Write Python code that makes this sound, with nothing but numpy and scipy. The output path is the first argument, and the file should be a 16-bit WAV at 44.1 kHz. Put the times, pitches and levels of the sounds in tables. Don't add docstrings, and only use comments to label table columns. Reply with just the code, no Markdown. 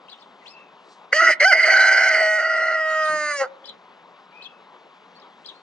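import sys
import numpy as np
from scipy import signal
from scipy.fft import rfft, irfft, next_fast_len
from scipy.io import wavfile
from scipy.ndimage import uniform_filter1d, map_coordinates

SR = 44100
rng = np.random.default_rng(int(sys.argv[2]) if len(sys.argv) > 2 else 0)


def waveform_to_disk(signal):
    frames = np.transpose(np.atleast_2d(signal))
    scaled = np.clip(frames, -1, 1) * 32767
    samples = np.round(scaled).astype(np.int16)
    wavfile.write(sys.argv[1], SR, samples)


N = 247822

# frequency in Hz, relative level in dB.
TRAFFIC_SPECTRUM = [(24, -87.5), (40, -62), (91, -41), (177, -9), (329, -12.5), (364, -9), (466, -7.5),
                    (659, -8.5), (1030, -3.5), (1730, -16), (3220, -19), (3560, -19), (4680, -27.5),
                    (6950, -39.5), (15000, -75)]
HISS_SPECTRUM = [(2000, -54.0), (4000, -2.5), (6000, -10.0), (8500, -16.0), (11000, -61.0)]
# peak time in seconds, peak level in dB, swell and fade in dB per second.
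HISS_PUFFS = [(.2, -69, 80), (.47, -59.5, 400), (.92, -57.5, 198), (5.5, -68, 80)]
# frequency in Hz, left-right likeness (clipped to -1..1).
BED_LIKENESS = [(60, 1.3), (180, 0.86), (550, 0.8), (1650, 1.5), (4970, -3), (15000, 0.1)]
# frequency in Hz, left minus right in dB.
BED_PAN = [(60, -2.5), (180, -1), (550, 3), (1650, 4), (4970, 1.5), (15000, -17.5)]
CROW_PAN = [(60, -8.5), (120, -7.5), (240, -5), (480, 6), (950, -5), (1890, -2), (3770, -3), (7520, -1.5),
            (15000, -6)]
# frequency in Hz, lead of the left side in radians.
CROW_LEAD = [(200, 0), (700, .35), (2000, .3), (2800, .7), (4000, 1.5), (9000, 1.6)]
# time in seconds, pitch in Hz, level in dB.
HEN_MUTTER = [(3.085, 140, -94), (3.1, 171, -43), (3.14, 283, -46), (3.2, 308, -55.5), (3.28, 278, -67),
              (3.31, 273, -93)]
# seconds into the chirp, pitch in Hz, relative level in dB.
CHIRP_SHAPE = [(0, 3080, -29), (.004, 3140, -3), (0.011, 3400, -6.5), (0.019, 4820, 3), (.024, 5450, -14.5),
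               (0.032, 4790, -4), (0.043, 3443, 3.5), (.052, 3680, 3.5), (.062, 3040, -1.5),
               (.068, 2990, -22.5)]
# start in seconds, gain in dB, pitch factor.
CHIRP_CUES = [(0.081, -46.5, .95), (0.181, -58, 1.0), (3.017, -45, 1.05), (3.64, -44, 1.01),
              (4.41, -45.5, .97), (5.182, -61, 1.0), (5.443, -45, .99)]
# start and length in seconds, first, middle and last pitch in Hz,
# peak level in dB, fraction of the length before the peak.
WHISTLE_CUES = [(0.413, 0.042, 2190, 1850, 1845, -55, .1), (0.452, .105, 1837, 5170, 3900, -44.5, 0.11),
                (0.509, .2, 2616, 2653, 2495, -50, 0.4), (3.639, 0.058, 3050, 3050, 3080, -48.5, .6),
                (4.319, 0.26, 2310, 2602, 2563, -48, 0.22), (5.153, 0.033, 4400, 4450, 4420, -56, .5),
                (5.542, .08, 4100, 4290, 4250, -56, 0.18)]
# frequency in Hz, seconds to fall 60 dB.
YARD_DECAY = [(300, 0.91), (1500, 0.31), (6000, 0.037)]
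GROUND_DECAY = [(300, .05), (3000, 0.069), (10000, 0.048)]
# delay in seconds, gain in dB.
WALL_SLAPS = [(.105, -27), (.15, -29), (.22, -31)]
# start and end of full voice in seconds, release in dB per second.
SYLLABLES = [(1.13, 1.3324, 1000), (1.403, 3.44, 650)]
# start in seconds, pitch in Hz, amount of chaos,
# period doubling (every second pulse stronger) from 0 to 1, share of the second membrane from 0 to 1.
MEMBRANE_STAGES = [(1.12, 665, .26, .1, .05), (1.21, 660, .45, .4, .38), (1.295, 620, .5, .25, .15),
                   (1.38, 655, .5, 0, 0), (1.447, 774, .04, 0, 0), (1.48, 825, .04, 0, 0),
                   (1.495, 770, .04, 0, 0), (1.514, 634, .6, 0, .25), (1.7, 643, .55, 0, .58),
                   (2.1, 640, .5, 0, .35), (2.21, 637, .28, 0, .4), (2.27, 635, .09, 0, .45),
                   (2.383, 640, .38, .05, .45), (2.75, 640, .2, .15, .25), (2.8, 640, .06, .2, .04),
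                   (2.895, 640, .09, .2, .1), (2.95, 640, .04, .2, .02), (3.08, 640, .02, .5, 0),
                   (3.2, 640, .02, .8, 0), (3.29, 640, .05, .8, 0), (3.325, 640, .01, .08, 0),
                   (3.4, 640, .17, .55, 0), (3.44, 600, .4, .9, 0)]
# time in seconds, pitch drop in Hz.
PITCH_SAG = [(2.7, 0), (2.8, 7.5), (3.0, 13.5), (3.15, 27), (3.29, 48), (3.36, 68.5), (3.4, 96),
             (3.43, 99.5), (3.48, 106)]
# time in seconds, pose (0 stretched, 1 slack, 2 sinking).
NECK_POSE = [(1.27, .85), (1.33, .2), (1.4, .5), (1.44, 0), (2.05, .05), (2.24, .5), (2.375, .5),
             (2.39, .85), (2.74, 1), (3.0, 1), (3.22, 2), (3.34, 2), (3.41, 1.5)]
# pose, pitch in Hz.
SECOND_PITCH = [(0, 1540), (.5, 1485), (1, 1383)]
# centre in Hz for a stretched, a slack and a sinking neck,
# width in Hz, weight within its band in dB.
WINDPIPE_MODES = [(310, 330, 290, 140, 0), (754, 695, 510, 607, 1.5), (1507, 1411, 1340, 407, 0),
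                  (2049, 1957, 1936, 289, 0), (2973, 2880, 2750, 220, 6.5), (3930, 4450, 2900, 240, -3),
                  (4720, 4780, 4530, 1300, 7.5), (5370, 5600, 8700, 110, 1.5), (6044, 5700, 6500, 430, 3),
                  (7600, 7300, 9000, 910, -5), (10100, 2100, 4600, 410, -10),
                  (11100, 12000, 9100, 640, -12.5)]
BAND_EDGES = [0, 2, 3, 4, 5, 7, 9, 12]
# time in seconds, level in dB, then bands one, two and five
# in dB relative to that level.
VOICE_CURVES = [
    [(1.13, -10.5, -13.5, -9, -19.5), (1.162, -20, -3, -15, -7.5), (1.212, -10.5, -20.5, 1.5, -22.5),
     (1.22, -14, -6.5, -8.5, -18), (1.248, -11, -18.5, -1, -21.5), (1.308, -13, -8.5, -9.5, -14.5),
     (1.335, -16, -39, -15.5, -16.5)],
    [(1.4, -16.5, -21.5, -12, -16.5), (1.43, -10, -5, -10.5, -15.5), (1.47, -16, -6, 1.5, -9),
     (1.53, -12, -11, -4.5, -15), (1.56, -15, -9, -15, -18.5), (1.6, -15.5, -18.5, -12, -17),
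     (1.68, -14, -7.5, -7, -13.5), (1.77, -12.5, -13.5, -1, -14.5), (2.09, -16, -11.5, -3.5, -14.5),
     (2.24, -16.5, -3, -12.5, -16), (2.38, -19, -5.5, -7.5, -20), (2.41, -20, -7.5, -4.5, -19.5),
     (2.78, -20.5, -6, -5.5, -22.5), (2.8, -22, -4.5, -9.5, -22), (3.09, -20, -5.5, -2, -21.5),
     (3.17, -23, -3.5, -6.5, -16.5), (3.35, -25, -10.5, -2.5, -12.5), (3.38, -30, -3.5, -11, -5),
     (3.42, -15.5, -0.5, -14, -20), (3.44, -24, -1.5, -3.5, -21)],
]
# bands four, six and seven in dB relative to band five.
TREBLE_BY_POSE = [(-5.5, -10.5, -20.5), (-1, -7.5, -16.5), (-9, -3.5, -16.5)]
# centre in Hz, width in Hz, part swallowed in dB.
THROAT_HOLLOWS = [(3620, 500, -2.5), (5280, 350, -1.5)]

TRAFFIC_DB = -50
LEFT_LEAD_S = .00009
RISE_DB, FALL_DB = 7.5, 20
ATTACK_DB_PER_S, GLIDE_S = 3500, .014
SCOOP_HZ, SCOOP_S = 131.2, .03
EDGE_CHAOS, EDGE_S = .25, .035
GROWL, GROWL_LOSS = 1.6, .7
CEILING, TOP_HZ = .95, 15700


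def amp(db):
    return 10 ** (np.asarray(db) / 20)


def unit(x):
    return x / np.sqrt(np.mean(x ** 2) + 1e-20)


def along(points, hz):
    f, v = np.transpose(points)
    return np.interp(np.log(hz + 1), np.log(f + 1), v)


def curves(rows):
    s, *cols = np.transpose(rows)
    return [np.interp(np.arange(N) / SR, s, c) for c in cols]


def wobble(rate, count=N):
    knots = rng.standard_normal(int(count * rate / SR) + 4)
    return map_coordinates(knots, [np.arange(count) * rate / SR])


def filtered(x, response):
    m = next_fast_len(N + SR // 2)
    return irfft(rfft(x, m) * response(np.fft.rfftfreq(m, 1 / SR)), m)[..., :N]


def resonance(f, modes):
    return sum((-1) ** k * amp(db) * 1j * f * w / (c * c - f * f + 1j * f * w)
               for k, (c, w, db) in enumerate(modes))


def pulses(phase, count):
    half = np.sin(phase / 2)
    half = np.where(np.abs(half) < 1e-6, 1e-6, half)
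    return np.sin((count + .5) * phase) / (2 * half) - .5


def shimmer(x, depth_db, size):
    z = signal.stft(x, nperseg=512)[2]
    field = uniform_filter1d(rng.standard_normal(z.shape[-2:]), size[0], 0)
    field = uniform_filter1d(field, size[1], 1)
    return signal.istft(z * amp(depth_db * unit(field)), nperseg=512)[1][..., :N]


def pan(pan_db, lead):
    return (amp(pan_db / 2) * np.exp(.5j * lead)) ** np.array([[1], [-1]])


def noise_bed(spectrum, shimmer_db):
    noise = shimmer(rng.standard_normal((2, N)), shimmer_db, size=(6, 10))
    width = lambda hz: np.arccos(np.clip(along(BED_LIKENESS, hz), -1, 1)) / 2
    colour = lambda hz: amp(along(spectrum, hz)) * [np.cos(width(hz)), np.sin(width(hz))]
    mid, side = filtered(noise, colour)
    stereo = np.array([mid + side, mid - side])
    return unit(filtered(stereo, lambda hz: pan(along(BED_PAN, hz), 2 * np.pi * hz * LEFT_LEAD_S)))


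def traffic():
    return amp(TRAFFIC_DB + .6 * wobble(27)) * noise_bed(TRAFFIC_SPECTRUM, shimmer_db=1.4)


def hiss_puffs():
    t = np.arange(N) / SR
    swells = sum(amp(db - slope * np.abs(t - s)) for s, db, slope in HISS_PUFFS)
    return swells * noise_bed(HISS_SPECTRUM, shimmer_db=1.5)


def hen():
    hz, db = curves(HEN_MUTTER)
    phase = 2 * np.pi * np.cumsum(hz) / SR + .67 * wobble(200)
    air = pulses(phase, count=4) + 12 * rng.standard_normal(N)
    mutter = filtered(air, lambda f: resonance(f, [(262, 350, 0)]) ** 2)
    return amp(db) * unit(mutter) * (db > HEN_MUTTER[0][2])


def bird_note(rows, breath_db, flutter_db, burr_hz):
    s, hz, db = np.transpose(rows)
    start = round(s[0] * SR)
    t = np.arange(start, min(N, round(s[-1] * SR))) / SR
    phase = 2 * np.pi * np.cumsum(np.interp(t, s, hz) + burr_hz * wobble(397, len(t))) / SR
    tone = (np.sin(phase) + .025 * np.sin(2 * phase)) * (1 + amp(breath_db) * wobble(7000, len(t)))
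    envelope = amp(np.interp(t, s, db) + flutter_db * wobble(210, len(t)))
    out = np.zeros(N)
    out[start:start + len(t)] = np.sqrt(2) * tone * envelope
    return out


def whistle(start, length, first_hz, middle_hz, last_hz, peak_db, peak_at):
    u = np.linspace(0, 1, num=12)
    hz = np.polyval(np.polyfit([0, .5, 1], [first_hz, middle_hz, last_hz], deg=2), u)
    db = peak_db - np.interp(u, [0, np.clip(peak_at, .05, .95), 1], [RISE_DB, 0, FALL_DB])
    rows = np.transpose([start + length * u, hz, db])
    return bird_note(rows, breath_db=-18, flutter_db=2.5, burr_hz=39.6)


def sparrow(start, gain_db, pitch_factor):
    rows = [(start + s, hz * pitch_factor, gain_db + db) for s, hz, db in CHIRP_SHAPE]
    return bird_note(rows, breath_db=-21, flutter_db=3, burr_hz=220)


def reverb(x, decays, wet_db):
    hz, t, z = signal.stft(rng.standard_normal((2, SR // 2)), SR, nperseg=128)
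    tail = signal.istft(z * amp(-60 * t / along(decays, hz)[:, None]), SR, nperseg=128)[1]
    tail *= amp(wet_db) / np.linalg.norm(tail[0])
    return signal.fftconvolve(x[None], tail, axes=1)[:, :N]


def wall_echoes(x):
    dull = filtered(x, lambda hz: 1 / (1 + 1j * hz / 900) ** 2)
    late = lambda s: np.pad(dull, (round(s * SR), 0))[:N]
    return sum(amp(db) * np.array([late(s), late(s + .00018)]) for s, db in WALL_SLAPS)


def treble_waver(x):
    bright = filtered(x, lambda hz: (1j * hz / (4000 + 1j * hz)) ** 2)
    return reverb(bright, GROUND_DECAY, wet_db=-9) * [wobble(12), wobble(12)]


def membrane_controls():
    starts, *cols = np.transpose(MEMBRANE_STAGES)
    t = np.arange(N) / SR
    held = np.array(cols)[:, np.clip(np.searchsorted(starts, t) - 1, 0, None)]
    hz, chaos, doubling, share = uniform_filter1d(held, size=round(GLIDE_S * SR), axis=1)
    hz -= curves(PITCH_SAG)[0]
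    for start, end, _ in SYLLABLES:
        hz -= SCOOP_HZ * np.exp(-np.clip(t - start, 0, None) / SCOOP_S) * (t > start - .02)
        chaos += EDGE_CHAOS * np.exp(-np.abs(t - start) / EDGE_S)
        chaos += EDGE_CHAOS * np.exp(-((t - end - EDGE_S) / EDGE_S) ** 2)
    return hz, chaos, doubling, share


def membranes(neck):
    hz, chaos, doubling, share = membrane_controls()
    growl = np.clip(GROWL * share * chaos * (1 - GROWL_LOSS * neck), 0, 1)
    smooth_phase = 2 * np.pi * np.cumsum(hz) / SR + 1.48 * chaos * wobble(45)
    phase = smooth_phase + chaos * (.75 * wobble(500) + .6 * wobble(120))
    main = pulses(phase, count=19) * (1 + doubling * np.cos(phase / 2))
    second_hz = np.interp(neck, *np.transpose(SECOND_PITCH)) + 5 * wobble(11)
    second_phase = 2 * np.pi * np.cumsum(second_hz) / SR + 1.93 * chaos * wobble(300)
    undertones = np.cos(second_phase / 2) + 1.3 * np.cos(second_phase / 4)
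    second = 1.94 * pulses(second_phase, count=9) * (1 + .45 * np.cos(phase) + growl * undertones)
    breath = (.045 + 1.2 * chaos ** 2) * rng.standard_normal(N)
    body = .5 * (1 - growl) * np.cos(smooth_phase + (3.2 * growl + 2.1 * chaos ** 2) * wobble(150))
    body += .3 * growl * np.cos(second_phase / 2)
    croak = 2.5 * chaos * (doubling + .07) * np.cos(phase / 2 + 3 * chaos * wobble(110))
    air = (1 - share) * main + share * second + breath + body + croak
    return air * amp(1.8 * chaos * wobble(130)), chaos


def band_levels(pose_mix):
    t = np.arange(N) / SR
    gates_db = [np.minimum(ATTACK_DB_PER_S * (t - start), release * (end - t)).clip(-200, 0)
                for start, end, release in SYLLABLES]
    db, first, second, fifth = curves(sum(VOICE_CURVES, []))
    third = 10 * np.log10(np.clip(1 - amp(2 * first) - amp(2 * second), .03, 1))
    fourth, sixth, seventh = fifth + np.transpose(TREBLE_BY_POSE) @ pose_mix
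    return db + np.max(gates_db, axis=0) + np.array([first, second, third, fourth, fifth, sixth, seventh])


def windpipe(air, chaos, neck):
    pose_mix = np.clip(1 - np.abs(neck - np.arange(3)[:, None]), 0, 1)
    voice = np.zeros(N)
    for low, high, db in zip(BAND_EDGES, BAND_EDGES[1:], band_levels(pose_mix)):
        band = WINDPIPE_MODES[low:high]
        band_hz = band[0][0]
        order = 3 if band_hz < 2500 else 2
        poses = [[(mode[k], *mode[-2:]) for mode in band] for k in range(3)]
        rings = filtered(air, lambda f: np.array([resonance(f, modes) for modes in poses]) ** order)
        ring = np.sum(pose_mix * rings, axis=0)
        if band_hz > 3500:
            ring = shimmer(ring, depth_db=4.5, size=(5, 18))
        ring *= amp(3.5 * chaos * wobble(75))
        slow_rms = np.sqrt(np.abs(uniform_filter1d(ring ** 2, size=3500)) + 1e-12)
        voice += amp(db) * ring / slow_rms
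    return voice


def rooster():
    neck, = curves(NECK_POSE)
    air, chaos = membranes(neck)
    voice = windpipe(air, chaos, neck)
    voice = filtered(voice, lambda f: np.prod([1 - resonance(f, [m]) for m in THROAT_HOLLOWS], axis=0))
    return filtered(voice, lambda f: (1j * f / (230 + 1j * f)) ** 3 / (1 + (f / 12000) ** 10))


def scene():
    crow = rooster()
    birds = sum(sparrow(*cue) for cue in CHIRP_CUES) + sum(whistle(*cue) for cue in WHISTLE_CUES)
    near = filtered(crow, lambda hz: pan(along(CROW_PAN, hz), along(CROW_LEAD, hz)))
    near += treble_waver(crow) + reverb(crow, YARD_DECAY, wet_db=-22.5) + wall_echoes(crow)
    far = filtered(birds, lambda hz: pan(8.1, 2 * np.pi * hz * LEFT_LEAD_S))
    far += reverb(birds, YARD_DECAY, wet_db=-3)
    far = filtered(far, lambda hz: (1j * hz / (1200 + 1j * hz)) ** 2)
    return near + far + hen() + traffic() + hiss_puffs()


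def record(dry):
    bent = dry + .0049 * dry ** 2
    soft = bent / (1 + np.abs(bent / CEILING) ** 6) ** (1 / 6)
    return filtered(soft, lambda hz: (hz < TOP_HZ) * 1j * hz / (30 + 1j * hz))


dry = scene()
out = record(dry)
waveform_to_disk(out)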